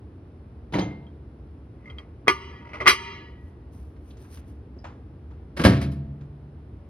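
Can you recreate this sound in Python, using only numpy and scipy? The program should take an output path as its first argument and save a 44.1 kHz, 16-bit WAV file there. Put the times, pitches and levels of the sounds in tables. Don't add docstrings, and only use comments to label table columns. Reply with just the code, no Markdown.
import sys
import numpy as np
from scipy import signal
from scipy.fft import rfft, irfft
from scipy.io import wavfile
from scipy.ndimage import uniform_filter1d, minimum_filter1d

SR = 44100
rng = np.random.default_rng(int(sys.argv[2]) if len(sys.argv) > 2 else 0)


def dump(signal):
    limited = np.clip(np.atleast_2d(signal).T, -1, 1)
    pcm = np.round(limited * 32767).astype(np.int16)
    wavfile.write(sys.argv[1], SR, pcm)


N = 303849
LENGTH = 49152
T = np.arange(LENGTH) / SR

# mode_hz, relative_level_db
PLATE_MODES = [(1110, -19.5), (1195, 0.5), (1310, -13), (1450, -4.5), (1975, 2), (2060, 0.5), (2099, 4),
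               (2352, -1), (2430, -12.5), (3205, 3), (3290, -18), (3957, -9.5), (4700, 0), (6352, -12),
               (9375, -6.5)]
# mode_hz, relative_level_db, t60_s
TRAY_MODES = [(371, -9, .6), (393, -11, 1.1), (937, -5, .8), (1157, -5, .55), (1238, -11, .75),
              (1710, -13, .9), (1933, -9, 1.05), (1995, -2, .6), (2180, -8, .55), (2433, -9, .6),
              (2751, -12, .6), (2956, -1, .62), (3230, -7, .58), (3950, -16, .6), (4160, -18, .55),
              (4640, -20, .48), (4883, -12, .55), (5440, -20, .48), (5750, -12, .5), (6019, -19, .38),
              (6352, -20, .45), (7704, -22, .26), (8240, -18, .34), (8400, -23, .36), (9370, -22, .42),
              (10020, -23, .38), (10280, -20, .33), (11050, -25, .3), (11720, -20, .26), (12080, -25, .3)]
# frequency_hz, relative_level_db
CLACK_COLOUR = [(59, -54), (100, -22), (365, -10), (768, -12), (1170, -7), (1580, -17.5), (2040, -8.5),
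                (3540, -19), (5900, -27), (7770, -57), (8280, -36), (10200, -34), (12400, -43.5),
                (13800, -65), (16000, -49.5)]


def amp(db):
    return 10 ** (np.asarray(db) / 20)


def unit(x):
    return x / np.sqrt(np.mean(x ** 2) + 1e-20)


def read(points, hz):
    f, value = np.transpose(points)
    return np.interp(np.log(hz + 1), np.log(f + 1), value)


def octaves(hz, centre_hz):
    return np.log2((hz + 1) / centre_hz)


def near(modes, hz, width_hz):
    return np.max([1 / (1 + ((hz - mode[0]) / width_hz) ** 2) for mode in modes], axis=0)


def add(mix, s, sound):
    part = mix[:, round(s * SR):][:, :sound.shape[1]]
    part += sound[:, :part.shape[1]]


def grains(depth_db, size):
    flicker = unit(uniform_filter1d(rng.standard_normal(size), size=100))
    return unit(amp(depth_db * flicker))


def noise(colour, size, grain_db=0, likeness=.75):
    mid, own = rfft(rng.standard_normal((2, size)) * grains(grain_db, size))
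    side = 1j * likeness * mid + np.sqrt(1 - likeness ** 2) * own
    hz = np.fft.rfftfreq(size, 1 / SR)
    return unit(irfft(np.array([mid, side]) * amp(colour(hz)), size))


def strokes(rows):
    t = np.arange(N) / SR
    levels = [db - 20 * np.maximum((s - t) / rise, (t - s) / fall) for s, db, rise, fall in rows]
    return amp(np.max(levels, axis=0).clip(-200))


def burst(colour, t60, rise, room_db, grain_db=1):
    # frequency_hz, t60_s
    kitchen_t60 = [(80, 0.27), (250, 1), (1000, 0.67), (4000, 0.61), (12000, 0.14)]
    hz, t, z = signal.stft(noise(colour, LENGTH, grain_db), SR, nperseg=256)
    direct = amp(-60 * t / t60(hz)[:, None])
    tail = amp(-60 * t / read(kitchen_t60, hz)[:, None])
    envelope = np.hypot(direct, amp(room_db) * tail)
    sound = signal.istft(z * envelope, SR, nperseg=256)[1][:, :LENGTH]
    return sound * np.minimum(T / rise, 1)


def ring(modes, rise):
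    t = T[T < 2 * max(t60 for _, _, t60 in modes)]
    z = sum(amp(db) * np.exp((2j * np.pi * hz - np.log(1000) / t60) * t) for hz, db, t60 in modes)
    z = np.pad(z, (0, LENGTH - len(t)))
    size = np.sqrt(sum(amp(db) ** 2 for _, db, _ in modes) / 2)
    return np.array([z.imag, z.real]) / size * np.minimum(T / rise, 1)


def room_tone(rumble_db=-44, tilt=-0.94, drone_hz=73, drone_width_hz=9, drone_db=-48, hum_hz=120, hum_db=-56):
    # frequency_hz, relative_level_db
    rumble_colour = [(12, -56.5), (20, -36), (37, -22), (58, 0.5), (77, -1.5), (177, -13), (301, -12),
                     (410, -18.5), (472, -19), (513, -24), (2670, -45.5), (5380, -55), (7310, -74),
                     (9950, -55.5), (16000, -92)]
    rumble = noise(lambda f: read(rumble_colour, f) + tilt * octaves(f + 300, 300), N, likeness=0.26)
    drone = noise(lambda f: -20 * np.log10(1 + ((f - drone_hz) / drone_width_hz) ** 2), N)
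    hum = np.sin(2 * np.pi * hum_hz * np.arange(N) / SR)
    return amp(rumble_db) * rumble + amp(drone_db) * drone + amp(hum_db) * hum


def oven(blows, spectrum, room_db, low_hz, grain_db, modal_db=7):
    # mode_hz, relative_level_db, t60_s
    case_modes = [(77, -11, 1.6), (93, 5, 0.14), (112.1, 0.5, 0.56), (134.1, -10, 1.24),
                  (142.8, -11.5, 2.15), (182.5, -17, 1.2), (186.3, -7, 0.64), (211.6, -11.5, 1.08),
                  (276, -8, 0.67), (308, -15.5, 0.73), (369, -9.5, 0.24), (375, -16, 0.74),
                  (508, -11.5, 0.33), (670, -22.5, 1.02), (717, -13.5, 0.26)]
    rattle_modes = [(941,), (1130,), (1300,), (1630,), (1815,), (2200,), (3100,), (3950,)]
    # frequency_hz, t60_s
    panel_t60 = [(80, 0.23), (300, 0.26), (1000, 0.21), (4000, 0.26), (12000, 0.19)]
    out = np.zeros((2, N))
    case = ring(case_modes, rise=0.0031)
    for s, db, tilt, rise, t60_factor, boom_db in blows:
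        def colour(f):
            low_cut = -20 * np.log10(1 + (low_hz / (f + 1)) ** 2)
            rattles = modal_db * near(rattle_modes, f, width_hz=19)
            return read(spectrum, f) + tilt * octaves(f + 150, 500) + rattles + low_cut
        rattle = burst(colour, lambda f: t60_factor * read(panel_t60, f), rise, room_db, grain_db)
        add(out, s, amp(db) * rattle + amp(boom_db) * case)
    return out


def bumps():
    # start_s, level_db, tilt_db_per_octave, rise_s, t60_factor, case_boom_db
    bump_blows = [(0.723, -37, 2.5, 0.0021, 0.75, -74), (0.733, -22, 1.5, 0.0071, 1, -57),
                  (0.752, -20, -2.5, 0.0011, 1, -54), (0.785, -21.5, 0.5, 0.0011, 1, -23.5)]
    # frequency_hz, relative_level_db
    bump_colour = [(35, -32), (60, -3.5), (139, -14.5), (180, 3), (244, -27), (301, 0.5), (338, -14),
                   (785, -20), (862, -19), (1170, -29.5), (3940, -38.5), (6430, -53), (7230, -69),
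                   (10500, -56), (16000, -88)]
    return oven(bump_blows, bump_colour, room_db=-13.5, low_hz=90.24, grain_db=0.0)


def clack(tilt, t60_s=0.13, room_db=-25.0, modal_db=15, mode_width_hz=28):
    def colour(f):
        modes = modal_db * near(PLATE_MODES + TRAY_MODES, f, mode_width_hz)
        return read(CLACK_COLOUR, f) + modes + tilt * octaves(f, 2000)
    return burst(colour, lambda f: np.full_like(f, t60_s), 0.00028, room_db)


def plate_ring(favoured_hz, focus, t60):
    modes = [(hz, db - focus * abs(octaves(hz, favoured_hz)), t60) for hz, db in PLATE_MODES]
    return ring(modes, rise=0.0011)


def touches(tick_db=-11, tick_tilt=0.9, focus_per_t60_s=570):
    # start_s, level_db, favoured_pitch_hz, ring_t60_s
    rim_touches = [(0.741, -30.5, 1980, 0.073), (0.785, -43, 2085, 0.6), (0.813, -39, 3200, 0.089),
                   (0.814, -55.5, 6350, 0.19), (0.910, -47.5, 2130, .42), (1.067, -59, 3220, 0.093),
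                   (1.857, -48.5, 2130, 0.22), (1.876, -51, 2050, .26), (1.900, -45.5, 3170, 0.068),
                   (1.984, -37.5, 3200, 0.05), (2.733, -37, 2250, .1), (2.803, -29.5, 2090, 0.11),
                   (2.828, -47.5, 3000, 0.063)]
    out = np.zeros((2, N))
    for s, db, hz, t60 in rim_touches:
        touch = plate_ring(hz, focus_per_t60_s * t60, t60) + amp(tick_db) * clack(tick_tilt)
        add(out, s, amp(db) * touch)
    return out


def graze(centre_hz=4150, width_hz=800, grain_db=4):
    # peak_s, level_db, rise_s, fall_s
    graze_strokes = [(0.791, -38.5, 0.0088, 0.033)]
    rasp = noise(lambda f: -20 * np.log10(1 + ((f - centre_hz) / width_hz) ** 2), N, grain_db)
    return strokes(graze_strokes) * rasp


def scrape(slips_per_s=900, tilt=-4.0, modal_db=11, mode_width_hz=45, slip_t60=0.042, knock_hz=480, knock_db=6):
    # peak_s, level_db, rise_s, fall_s
    drag_strokes = [(1.905, -52.5, 0.11, 0.0686), (2.0, -50.5, 0.045, .05), (2.675, -47, 0.13, 0.36),
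                    (2.742, -34, .028, 0.06), (2.81, -30, 0.021, .055), (2.858, -39, 0.18, .01)]

    def colour(f):
        modes = modal_db * near(PLATE_MODES + TRAY_MODES, f, mode_width_hz)
        knock = knock_db * near([(knock_hz,)], f, width_hz=130)
        return read(CLACK_COLOUR, f) + tilt * octaves(f, 2000) + modes + knock
    slips = rng.standard_normal(N) * (rng.random(N) < slips_per_s / SR)
    force = strokes(drag_strokes)
    tick = burst(colour, lambda f: np.full_like(f, slip_t60), 0.0014, room_db=-22)
    tick = tick / np.linalg.norm(tick[0])
    return signal.fftconvolve((unit(slips) * force)[None], tick, axes=1)[:, :N]


def tray_ring(waver_depth=1.0, waver_hz=35):
    knots = np.arange(256) / waver_hz
    z = 0
    for hz, db, t60 in TRAY_MODES:
        wander = rng.standard_normal(len(knots)) + 1j * rng.standard_normal(len(knots))
        waver = 1 + waver_depth * np.interp(T, knots, wander)
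        z = z + amp(db) * waver * np.exp((2j * np.pi * hz - np.log(1000) / t60) * T)
    size = np.sqrt(sum(amp(db) ** 2 for _, db, _ in TRAY_MODES) * (.5 + waver_depth ** 2))
    return np.array([z.imag, z.real]) / size


def landings(unevenness=0.055, ring_focus=32, clink_db=3.5, clink_t60_s=.04, clink_focus=20):
    # hardest_contact_s, level_db, brightness_db_per_octave, contact_gap_s, build_up_db_per_contact,
    # settling_db_per_contact, ring_db, ring_pitch_hz, ring_t60_s, tray_db
    plate_landings = [(2.2805, -3, -2, .0085, 25, 16.5, -8.5, 1200, 0.18, -28),
                      (2.877, -1.5, 2, .0062, 8, 1.9, -0.5, 2116, 0.12, -20)]
    clack_tilts = (-7, 4.1)
    clink_hz = (950, 2100)
    flattening_tilt = 0.39
    out = np.zeros((2, N))
    for s, db, brightness, gap, build_db, settle_db, ring_db, hz, t60, tray_db in plate_landings:
        add(out, s, amp(ring_db) * plate_ring(hz, ring_focus, t60) + amp(tray_db) * tray_ring())
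        for k in range(-3, 6):
            force = amp(db + min(k * build_db, -k * settle_db))
            hardness = np.sqrt(force)
            clink = plate_ring(np.interp(hardness, (0, 1), clink_hz), clink_focus, clink_t60_s)
            tilt = brightness + np.interp(hardness, (0, 1), clack_tilts) + flattening_tilt * max(k, 0)
            contact = clack(tilt) + amp(clink_db) * clink
            contact_s = s + gap * (k + unevenness * rng.standard_normal())
            add(out, contact_s, force * contact)
    return out


def singing(pitch_hz=940):
    # peak_s, level_db, rise_s, fall_s
    singing_strokes = [(2.665, -48, .14, .05)]
    turn = 2 * np.pi * pitch_hz * np.arange(N) / SR
    return strokes(singing_strokes) * np.array([np.sin(turn), np.cos(turn)])


def clothes(gain_db=1, grain_db=2):
    # peak_s, level_db, rise_s, fall_s
    sleeve_strokes = [(3.488, -79.5, .2, .07), (3.735, -68.5, 0.022, 0.24), (4.1, -70.5, .12, .09),
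                      (4.222, -64.5, 0.063, 0.11), (4.348, -56, 0.08, 0.055), (4.398, -62.5, .03, .015),
                      (4.49, -70, 0.055, 0.083)]
    # frequency_hz, relative_level_db
    cloth_colour = [(500, -1), (1500, 0.5), (4500, -2.5), (6200, -2.5), (7300, -23.5), (9000, 1.5),
                    (11500, -3), (13500, -10), (15500, -14.5)]
    rustle = noise(lambda f: read(cloth_colour, f), N, grain_db)
    return amp(gain_db) * strokes(sleeve_strokes) * rustle


def footfalls_and_clicks(skirt_db=6, room_db=-16, dull_hz=6500):
    # start_s, level_db, centre_hz, width_octaves, rise_s, t60_s
    small_knocks = [ (3.963, -58, 1390, 0.87, 0.0018, 0.047), (4.105, -54.5, 3290, 0.66, .004, 0.05),
                    (4.17, -53.5, 3040, 2.2, 0.0023, 0.026), (4.245, -51.5, 1165, 0.78, 0.0077, 0.092),
                    (4.372, -49, 1474, 1.4, 0.001, 0.05), (4.765, -42.5, 329.5, .5, 0.0044, 0.13),
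                    (4.786, -57.5, 5120, 0.095, 0.0028, 0.058), (4.841, -40, 810, 0.98, 0.0036, 0.27),
                    (5.303, -52, 1090, 0.91, 0.016, 0.12), (6.206, -55.5, 987, 1.37, 0.0073, 0.12)]
    out = np.zeros((2, N))
    for s, db, hz, width, rise, t60 in small_knocks:
        def colour(f):
            resonance = -2 * skirt_db * np.log1p((octaves(f, hz) / width) ** 2)
            return resonance - 20 * np.log10(1 + (f / dull_hz) ** 4)
        add(out, s, amp(db) * burst(colour, lambda f: np.full_like(f, t60), rise, room_db))
    return out


def door():
    # start_s, level_db, tilt_db_per_octave, rise_s, t60_factor, case_boom_db
    door_blows = [(5.565, -27.5, 1, 0.0087, 0.92, -51.5), (5.590, -15.5, -1.5, 0.011, 0.65, -34.5),
                  (5.613, -27.5, 1, 0.0014, 0.77, -43), (5.636, -19, 2, 0.004, 1.1, -36.5),
                  (5.649, -7.5, 0.5, 0.0022, 0.5, -36), (5.657, -15.5, -0.5, 0.0013, 1.61, -7),
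                  (5.813, -33, 2.5, 0.0033, 0.76, -30), (5.915, -56, 6, 0.0018, 0.91, -67.5)]
    # frequency_hz, relative_level_db
    thud_colour = [(59, -33), (100, 0), (295, -6.5), (442, -16.5), (547, -13), (836, -24.5), (1100, -24.5),
                   (1830, -24.5), (3540, -33.5), (4980, -35), (7290, -55), (10000, -41.5), (16000, -66.5)]
    return oven(door_blows, thud_colour, room_db=-19.0, low_hz=130.7, grain_db=-2.0)


def scene(width_db=-0.5):
    # frequency_hz, side_gain_db
    side_width = [(60, -31), (92, -19.5), (140, -39.5), (210, -30.5), (330, -21.5), (500, -7.5),
                  (770, -2.5), (1170, 0), (1790, -4.5), (2740, -0.5), (4190, -4.5), (6410, 6.5),
                  (9810, -2.5), (15000, 5.5)]
    plate = touches() + landings() + scrape() + graze()
    mid, side = room_tone() + bumps() + plate + singing() + clothes() + footfalls_and_clicks() + door()
    side_db = width_db + read(side_width, np.fft.rfftfreq(N, 1 / SR))
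    side = irfft(rfft(side) * amp(side_db), N)
    return np.array([mid + side, mid - side])


def record(dry, low_cut_hz=48, split_hz=300, limit_db=-7.0, hold_s=0.099, recovery_db_per_s=70, edge_hz=15900):
    bass = signal.sosfiltfilt(signal.butter(2, split_hz, fs=SR, output="sos"), dry)
    treble = dry - bass
    power = uniform_filter1d((treble ** 2).mean(0), size=130)
    power_db = 10 * np.log10(abs(power) + 1e-12)
    excess_db = np.maximum(power_db - limit_db, 0)
    half = max(int(hold_s * SR / 2), 1)
    held_db = -minimum_filter1d(-excess_db, 2 * half + 1, origin=half)
    fall_db = np.arange(N) / SR * recovery_db_per_s
    duck_db = uniform_filter1d(np.maximum.accumulate(held_db + fall_db) - fall_db, size=60)
    out = bass + treble * amp(-duck_db)
    out = signal.sosfilt(signal.butter(3, low_cut_hz, "high", fs=SR, output="sos"), out)
    out = out / (1 + out ** 8) ** (1 / 8)
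    band_limit = signal.firwin(511, edge_hz, window=("kaiser", 9), fs=SR)
    return signal.oaconvolve(out, band_limit[None], "same")


dry = scene()
out = record(dry)
dump(out)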